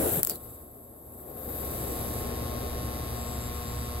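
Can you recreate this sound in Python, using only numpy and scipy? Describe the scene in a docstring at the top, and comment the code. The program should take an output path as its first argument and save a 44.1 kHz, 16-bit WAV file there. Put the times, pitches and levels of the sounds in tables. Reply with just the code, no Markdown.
"""Battery cell venting on a bench

A stereo pair stands close to an overcharged cell on a wooden bench. Burning gas escapes: a hissing
jet, a roaring flame, a burst of spark pops. The flame shrinks and the vent ends in thin whistles.
Behind it the power supply hums, buzzes and runs its fan. The whole level sinks around the pops,
stays low for about a second and swells back."""
import sys
import numpy as np
from scipy import signal
from scipy.fft import rfft, irfft
from scipy.io import wavfile
from scipy.ndimage import uniform_filter1d

SR = 44100
rng = np.random.default_rng(int(sys.argv[2]) if len(sys.argv) > 2 else 0)


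def master(y):
    """Save y as 16-bit WAV."""
    cut = np.clip(np.atleast_2d(y).T, -1, 1)
    pcm = np.round(cut * 32767)  # scale
    wavfile.write(sys.argv[1], SR, pcm.astype(np.int16))


N = 176400
T = np.arange(N) / SR
FREQS = np.fft.rfftfreq(N, 1 / SR)
BAND_LIMIT_HZ = 15850


def amp(db):
    """Decibels to gain."""
    return 10 ** (np.asarray(db) / 20)


def unit(x):
    """Scales to rms 1."""
    return x / np.sqrt(np.mean(x ** 2) + 1e-20)


def curve(rows, column=1):
    """One column of a time table at every sample."""
    rows = np.array(rows)
    return np.interp(T, rows[:, 0], rows[:, column])


def at_hz(rows, hz, column=1):
    """One column of a spectrum table, interpolated over log frequency."""
    rows = np.array(rows)
    return np.interp(np.log(hz + 1), np.log(rows[:, 0] + 1), rows[:, column])


def pan(db):
    """Gains of constant total power, the left microphone db above the right."""
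    return unit(amp(np.array([[db], [-db]]) / 2))


def wander(hz):
    """Random drift of rms 1, mostly slower than hz."""
    return unit(irfft(rfft(rng.standard_normal(N)) / (1 + (FREQS / hz) ** 2), N))


# likeness of the two microphones: f/Hz, correlation (clipped to +-1 in use)
PAIR_LIKENESS = [(70, 0.82), (300, 1.1), (650, 0.33), (1300, -0.03), (3000, 0.23), (8000, -0.55),
                 (15000, 1.2)]
# balance across the pair: f/Hz, left minus right/dB
PAIR_BALANCE = [(70, -2.5), (200, 2.5), (650, 5.5), (1300, 2.5), (15000, 6)]
def air_noise(spectrum, left_lead_s=0.000232):
    """Coloured noise at the pair: nearly mono in the bass, reaching the left microphone first."""
    shared, apart = rfft(rng.standard_normal((2, N)))
    likeness = np.clip(at_hz(PAIR_LIKENESS, FREQS), -1, 1)
    balance = amp(at_hz(PAIR_BALANCE, FREQS))
    left = shared * balance * np.exp(2j * np.pi * FREQS * left_lead_s)
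    right = likeness * shared + np.sqrt(1 - likeness ** 2) * apart
    pair = np.array([left, right]) / np.sqrt(1 + balance ** 2)
    return irfft(pair * amp(at_hz(spectrum, FREQS)), N) * np.sqrt(SR)


def ring(x, colour, size=4096):
    """Rings x through a minimum-phase filter of unit energy with the given colour."""
    log_gain = np.log(amp(at_hz(colour, abs(np.fft.fftfreq(size, 1 / SR)))))
    taps = np.fft.ifft(np.exp(np.conj(signal.hilbert(log_gain)))).real[:size // 2]
    return signal.oaconvolve(x, taps[None] / np.linalg.norm(taps), axes=1)[:, :N]


# rush of the fan behind the cell: f/Hz, level/dB
FAN_AIR = [(18, -78), (35, -62), (48, -78.5), (75, -61.5), (105, -66.5), (150, -67.5), (260, -71),
           (650, -74.5), (1050, -77.5), (1600, -83.5), (2700, -86), (4500, -91), (6300, -99.5),
           (7600, -89.5), (9000, -87.5), (13000, -105), (16000, -111)]
# its drones, centred in the pair: f/Hz, waver rate/Hz, level/dB
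FAN_DRONES = [(66.16, 3.7, -40.5), (84.1, 9.6, -46.5), (117, 2.8, -47)]
def fan(waver_db=1.5, drift_rad=0.79):
    """The supply's fan pushes air and adds a few unsteady low drones."""
    out = air_noise(FAN_AIR)
    for hz, waver_hz, db in FAN_DRONES:
        phase = 2 * np.pi * hz * T + drift_rad * wander(waver_hz)
        out += amp(db) * unit(np.sin(phase) * amp(waver_db * wander(waver_hz)))
    return out


PULSE_HZ = 120.009  # current pulses in the supply, two per mains cycle
# mains hum, mostly to the left: multiple of the pulse rate, level/dB, left minus right/dB
HUM_HARMONICS = [(1, -47.5, 3.5), (2, -47.5, 5.5), (4, -51, 6), (5, -57, -3), (6, -52.5, 9), (9, -51, 6.5),
                 (10, -58, 32), (11, -62.5, -30), (15, -67.5, 5), (17, -67.5, 5)]
def hum(waver_db=1, waver_hz=18):
    """The transformer hums on multiples of the current's pulse rate."""
    out = np.zeros((2, N))
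    for harmonic, db, pan_db in HUM_HARMONICS:
        tone = np.sin(2 * np.pi * (harmonic * PULSE_HZ * T + rng.random()))
        out += amp(db) * unit(tone * amp(waver_db * wander(waver_hz))) * pan(pan_db)
    return out


# resonances of the buzzing supply: f/Hz, level/dB
BUZZ_COLOUR = [(1500, -29), (3200, -19.5), (3480, -5), (3840, 0.5), (4080, -4), (4350, -11), (4700, 2.5),
               (5150, -20), (5550, -1), (6400, -10), (7800, -13), (9050, -5.5), (9500, -3), (10900, -5),
               (11500, 5), (12200, -1.5), (13200, 5.5), (14500, -11.5), (15800, -7.5)]
# each tick reflected off the bench: delay/s, level/dB
BENCH_ECHOES = [(.00095, -26.5), (.0019, -9.5)]
def buzz(db=-45.5, start_s=0.0053, smear_s=0.000605, left_lag_s=0.0002693,
         rattle_db=-7.5, rattle_fall_s=0.0029):
    """Every current pulse makes the windings tick, with two short echoes and a little loose rattle."""
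    hz = PULSE_HZ * np.arange(int(BAND_LIMIT_HZ / PULSE_HZ))
    tick = np.exp(-1j * np.pi * smear_s * hz ** 2 / BAND_LIMIT_HZ)  # the treble arrives last
    echoes = sum(amp(echo_db) * np.exp(-2j * np.pi * hz * delay) for delay, echo_db in BENCH_ECHOES)
    harmonics = tick * (1 + echoes)
    age = (T - start_s - np.array([[left_lag_s], [0]])) % (1 / PULSE_HZ)
    ticks = np.polyval(harmonics[::-1], np.exp(2j * np.pi * PULSE_HZ * age)).real  # sums the harmonics
    rattle = rng.standard_normal((2, N)) * np.exp(-age / rattle_fall_s)
    return amp(db) * ring(unit(ticks) + amp(rattle_db) * unit(rattle), BUZZ_COLOUR)


def whistle(rows, width_hz, pan_db, sputter_db=6, sputter_hz=22):
    """Gas sings a fuzzy, sputtering note in a narrow part of the vent; rows are t/s, f/Hz, level/dB."""
    phase = 2 * np.pi * np.cumsum(curve(rows)) / SR
    tone = [wander(width_hz) * np.cos(phase) + wander(width_hz) * np.sin(phase) for _ in range(2)]
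    sounding = (T >= rows[0][0]) & (T <= rows[-1][0])
    level_db = curve(rows, column=2) + sputter_db * wander(sputter_hz)
    return np.array(tone) * sounding * amp(level_db) * pan(pan_db)


# last spurts of the vent, well to the left: t/s, length/s, f/Hz, level/dB
LAST_SPURTS = [(3.166, 0.1, 7720, -52), (3.277, 0.091, 7700, -50), (3.405, 0.069, 7600, -50),
               (3.55, .035, 7600, -54), (3.625, 0.12, 7620, -54), (3.76, .1, 7900, -53.5),
               (3.87, .05, 9000, -58)]
def spurts(fade_s=0.04, sag_hz=60, silent_db=-80):
    """The last gas escapes in broken whistles, each sagging a little in pitch."""
    out = np.zeros((2, N))
    for start, length, hz, db in LAST_SPURTS:
        high, low = hz + sag_hz / 2, hz - sag_hz / 2
        end = start + length
        rows = [(start - fade_s, high, silent_db), (start, high, db),
                (end, low, db), (end + fade_s, low, silent_db)]
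        out += whistle(rows, width_hz=210, pan_db=12, sputter_db=2, sputter_hz=50)
    return out


# squeal of the vent, right of centre: t/s, f/Hz, level/dB
SQUEAL_GLIDE = [(.27, 5000, -66), (.296, 4880, -42), (.305, 4750, -36), (.318, 4650, -40), (.34, 4380, -48),
                (.37, 4200, -58)]
def squeal():
    """Escaping gas sings one short falling note among the sparks."""
    return whistle(SQUEAL_GLIDE, width_hz=350, pan_db=-5)


# puffs of the flame, just left of centre: t/s, f/Hz, level/dB
FLAME_PUFFS = [(.085, 83.4, -19), (.134, 102.2, -19), (.181, 168.2, -14.5)]
def puffs(width_s=0.0067, pan_db=2):
    """Gulps of gas catch fire, each a soft low thump."""
    out = np.zeros(N)
    for peak_s, hz, db in FLAME_PUFFS:
        swell = np.exp(-((T - peak_s) / width_s) ** 2 / 2)
        out += amp(db) * swell * np.cos(2 * np.pi * (hz * T + rng.random()))
    return out * pan(pan_db)


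# size of the flame over the bench: t/s, level/dB
FLAME_SIZE = [(0, -22.5), (.05, -18), (.11, -21.5), (.195, -18), (.225, -32), (.27, -35.5), (.32, -25.5),
              (.4, -42), (.7, -33), (1.3, -32.5), (1.65, -35), (2.4, -39.5), (2.9, -42), (3.4, -46.5),
              (4, -95)]
# its roar from close by: f/Hz, level/dB
FLAME_ROAR = [(18, -25), (75, -1.5), (160, -5.5), (330, -0.5), (480, -0.5), (720, -4.5), (1000, -17.5),
              (1600, -22), (2500, -32), (5000, -38), (9000, -43)]
def flame(flicker_db=0.9, flicker_hz=25):
    """The turbulent flame roars, flickers and shrinks."""
    return unit(air_noise(FLAME_ROAR)) * amp(curve(FLAME_SIZE) + flicker_db * wander(flicker_hz))


# pops at the cell, left of centre: t/s, level/dB, length/s, body relative to crack/dB
SPARK_POPS = [(0.2317, 6.5, 0.0007, -20), (.2446, -16, .0008, -30), (.2494, 2, 0.0005, -23),
              (0.2662, -5, 0.0003, -32), (.2721, 4, 0.00032, -28), (.2743, -5, 0.00028, -32),
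              (0.2805, -9, 0.00022, -35), (.2974, 4, 0.0003, -30), (.2999, -12, .0002, -35),
              (.3043, -10, .0003, -35), (0.3087, -7, 0.00027, -35), (0.3099, -9, 0.0003, -35),
              (0.3572, -11, 0.0004, -27)]
# a spark's bright crack: f/Hz, level/dB
CRACK_COLOUR = [(2800, -24.5), (6200, -15), (7700, -3), (9300, -10), (12400, -0.5), (16300, -1.5)]
# a pop's duller body: f/Hz, level/dB
BODY_COLOUR = [(2800, 2), (8000, 6), (12000, -15)]
def sparks(fall_s=0.00011, tail_s=0.0026, tail_db=-11.5, pan_db=5,
           swarm_at_s=0.3, swarm_width_s=0.03, peak_per_s=820, fine_db=-16):
    """Each spark is a tiny burst with a short tail off the bench; finer ones crackle between."""
    swarm = np.exp(-((T - swarm_at_s) / swarm_width_s) ** 2 / 2)
    fine = (rng.random(N) < swarm * peak_per_s / SR) * rng.standard_normal(N) * amp(fine_db)
    crack_power, body_power = np.zeros((2, N))
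    for start, db, length, body_db in SPARK_POPS:
        age = np.maximum(T - start, 0)
        burst = np.exp(-np.maximum(age - length, 0) / fall_s)
        tail = amp(tail_db) * np.exp(-age / tail_s)
        pop = (T >= start) * amp(db) * (burst + tail)
        crack_power += pop ** 2
        body_power += (amp(body_db) * pop) ** 2
    grit = rng.choice([-1, 1], (2, N))
    crack = ring(np.sqrt(crack_power) * grit + fine, CRACK_COLOUR)
    body = ring(np.sqrt(body_power) * grit, BODY_COLOUR)
    return (crack + body) * pan(pan_db)


# strength of the gas jet at the cell: t/s, level/dB
JET_STRENGTH = [(0, -24), (.2, -19.5), (.224, -28.5), (.29, -27.5), (.31, -22.5), (.39, -37), (.53, -34.5),
                (1.22, -34), (1.37, -38.5), (1.64, -37.5), (1.7, -36.5), (2.2, -40), (2.33, -48), (4, -52)]
# its hiss at each microphone: f/Hz, left level/dB, right level/dB
JET_HISS = [(1200, -38, -40), (6500, -21.5, -18), (7710, -2.5, -21), (7940, -1.5, -20), (8450, -9.5, -21.5),
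            (10250, -7.5, -3.5), (11640, -4.5, 3.5), (13000, -2, -7.5), (16300, -9.5, -13)]
# its rasp at full pressure: f/Hz, level/dB
JET_RASP = [(500, -17), (1300, 8.5), (2300, 1), (4000, 1), (5200, -16.5), (7800, 6.5), (11000, 11),
            (15800, 7.5)]
# shrill resonance of the split seal, to the left: t/s, level/dB
SEAL_SHRILL = [(0, -47), (.1, -29), (.14, -17), (.2, -26), (.225, -39), (.9, -38.5), (1.6, -33),
               (1.69, -39), (2.2, -53), (2.33, -70)]
def jet(full_db=-18, rasp_db=-16.5, rasp_slope=1.8, shrill_hz=12920,
        flutter_db=0.47, flutter_hz=40, spit_db=1.5, spit_hz=500):
    """Gas hisses through the split seal, fluttering and spitting; high pressure adds a broad rasp."""
    strength_db = curve(JET_STRENGTH)
    colour = amp([at_hz(JET_HISS, FREQS, column) for column in (1, 2)])
    hiss = unit(irfft(rfft(rng.standard_normal((2, N))) * colour, N)) * amp(strength_db)
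    rasp = unit(air_noise(JET_RASP)) * amp(rasp_db + rasp_slope * (strength_db - full_db))
    shrill_rows = [(t, shrill_hz, db) for t, db in SEAL_SHRILL]
    shrill = whistle(shrill_rows, width_hz=910, pan_db=8, sputter_db=1.3, sputter_hz=20)
    return (hiss + rasp + shrill) * amp(flutter_db * wander(flutter_hz) + spit_db * wander(spit_hz))


def scene():
    """At the pair: the burning cell in front, its power supply behind."""
    cell = squeal() + spurts() + jet() + flame() + puffs() + sparks()
    supply = fan() + hum() + buzz()
    return cell + supply


# dip and return of the whole level, both channels alike: t/s, level/dB
LEVEL_DIP = [(0, -6.5), (.23, -15), (.45, -12), (.7, -18), (1.02, -19), (1.25, -15), (1.42, -9.5),
             (1.62, -4), (1.95, -.5), (2.4, 0.5), (4, 0.5)]
def record(dry, size=512, threshold_db=-88.5, gate_slope=0.65, max_cut_db=12):
    """The level dips and returns; a gate lowers the faintest bands; a low-pass trims the top treble."""
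    bands = signal.stft(dry * amp(curve(LEVEL_DIP)), SR, nperseg=size, scaling="psd")[2]
    density = 2 * (abs(bands) ** 2).mean(0)  # power per Hz
    density = uniform_filter1d(density, size=7, axis=0)  # smoothed over frequency
    density = uniform_filter1d(density, size=5, axis=1)  # and over time
    below_db = threshold_db - 10 * np.log10(abs(density) + 1e-20)
    cut_db = np.clip(below_db * gate_slope, 0, max_cut_db)
    gated = signal.istft(bands * amp(-cut_db), SR, nperseg=size, scaling="psd")[1][:, :N]
    lowpass = signal.firwin(301, BAND_LIMIT_HZ, window=("kaiser", 8), fs=SR)
    return signal.oaconvolve(gated, lowpass[None], "same")


dry = scene()
out = record(dry)
master(out)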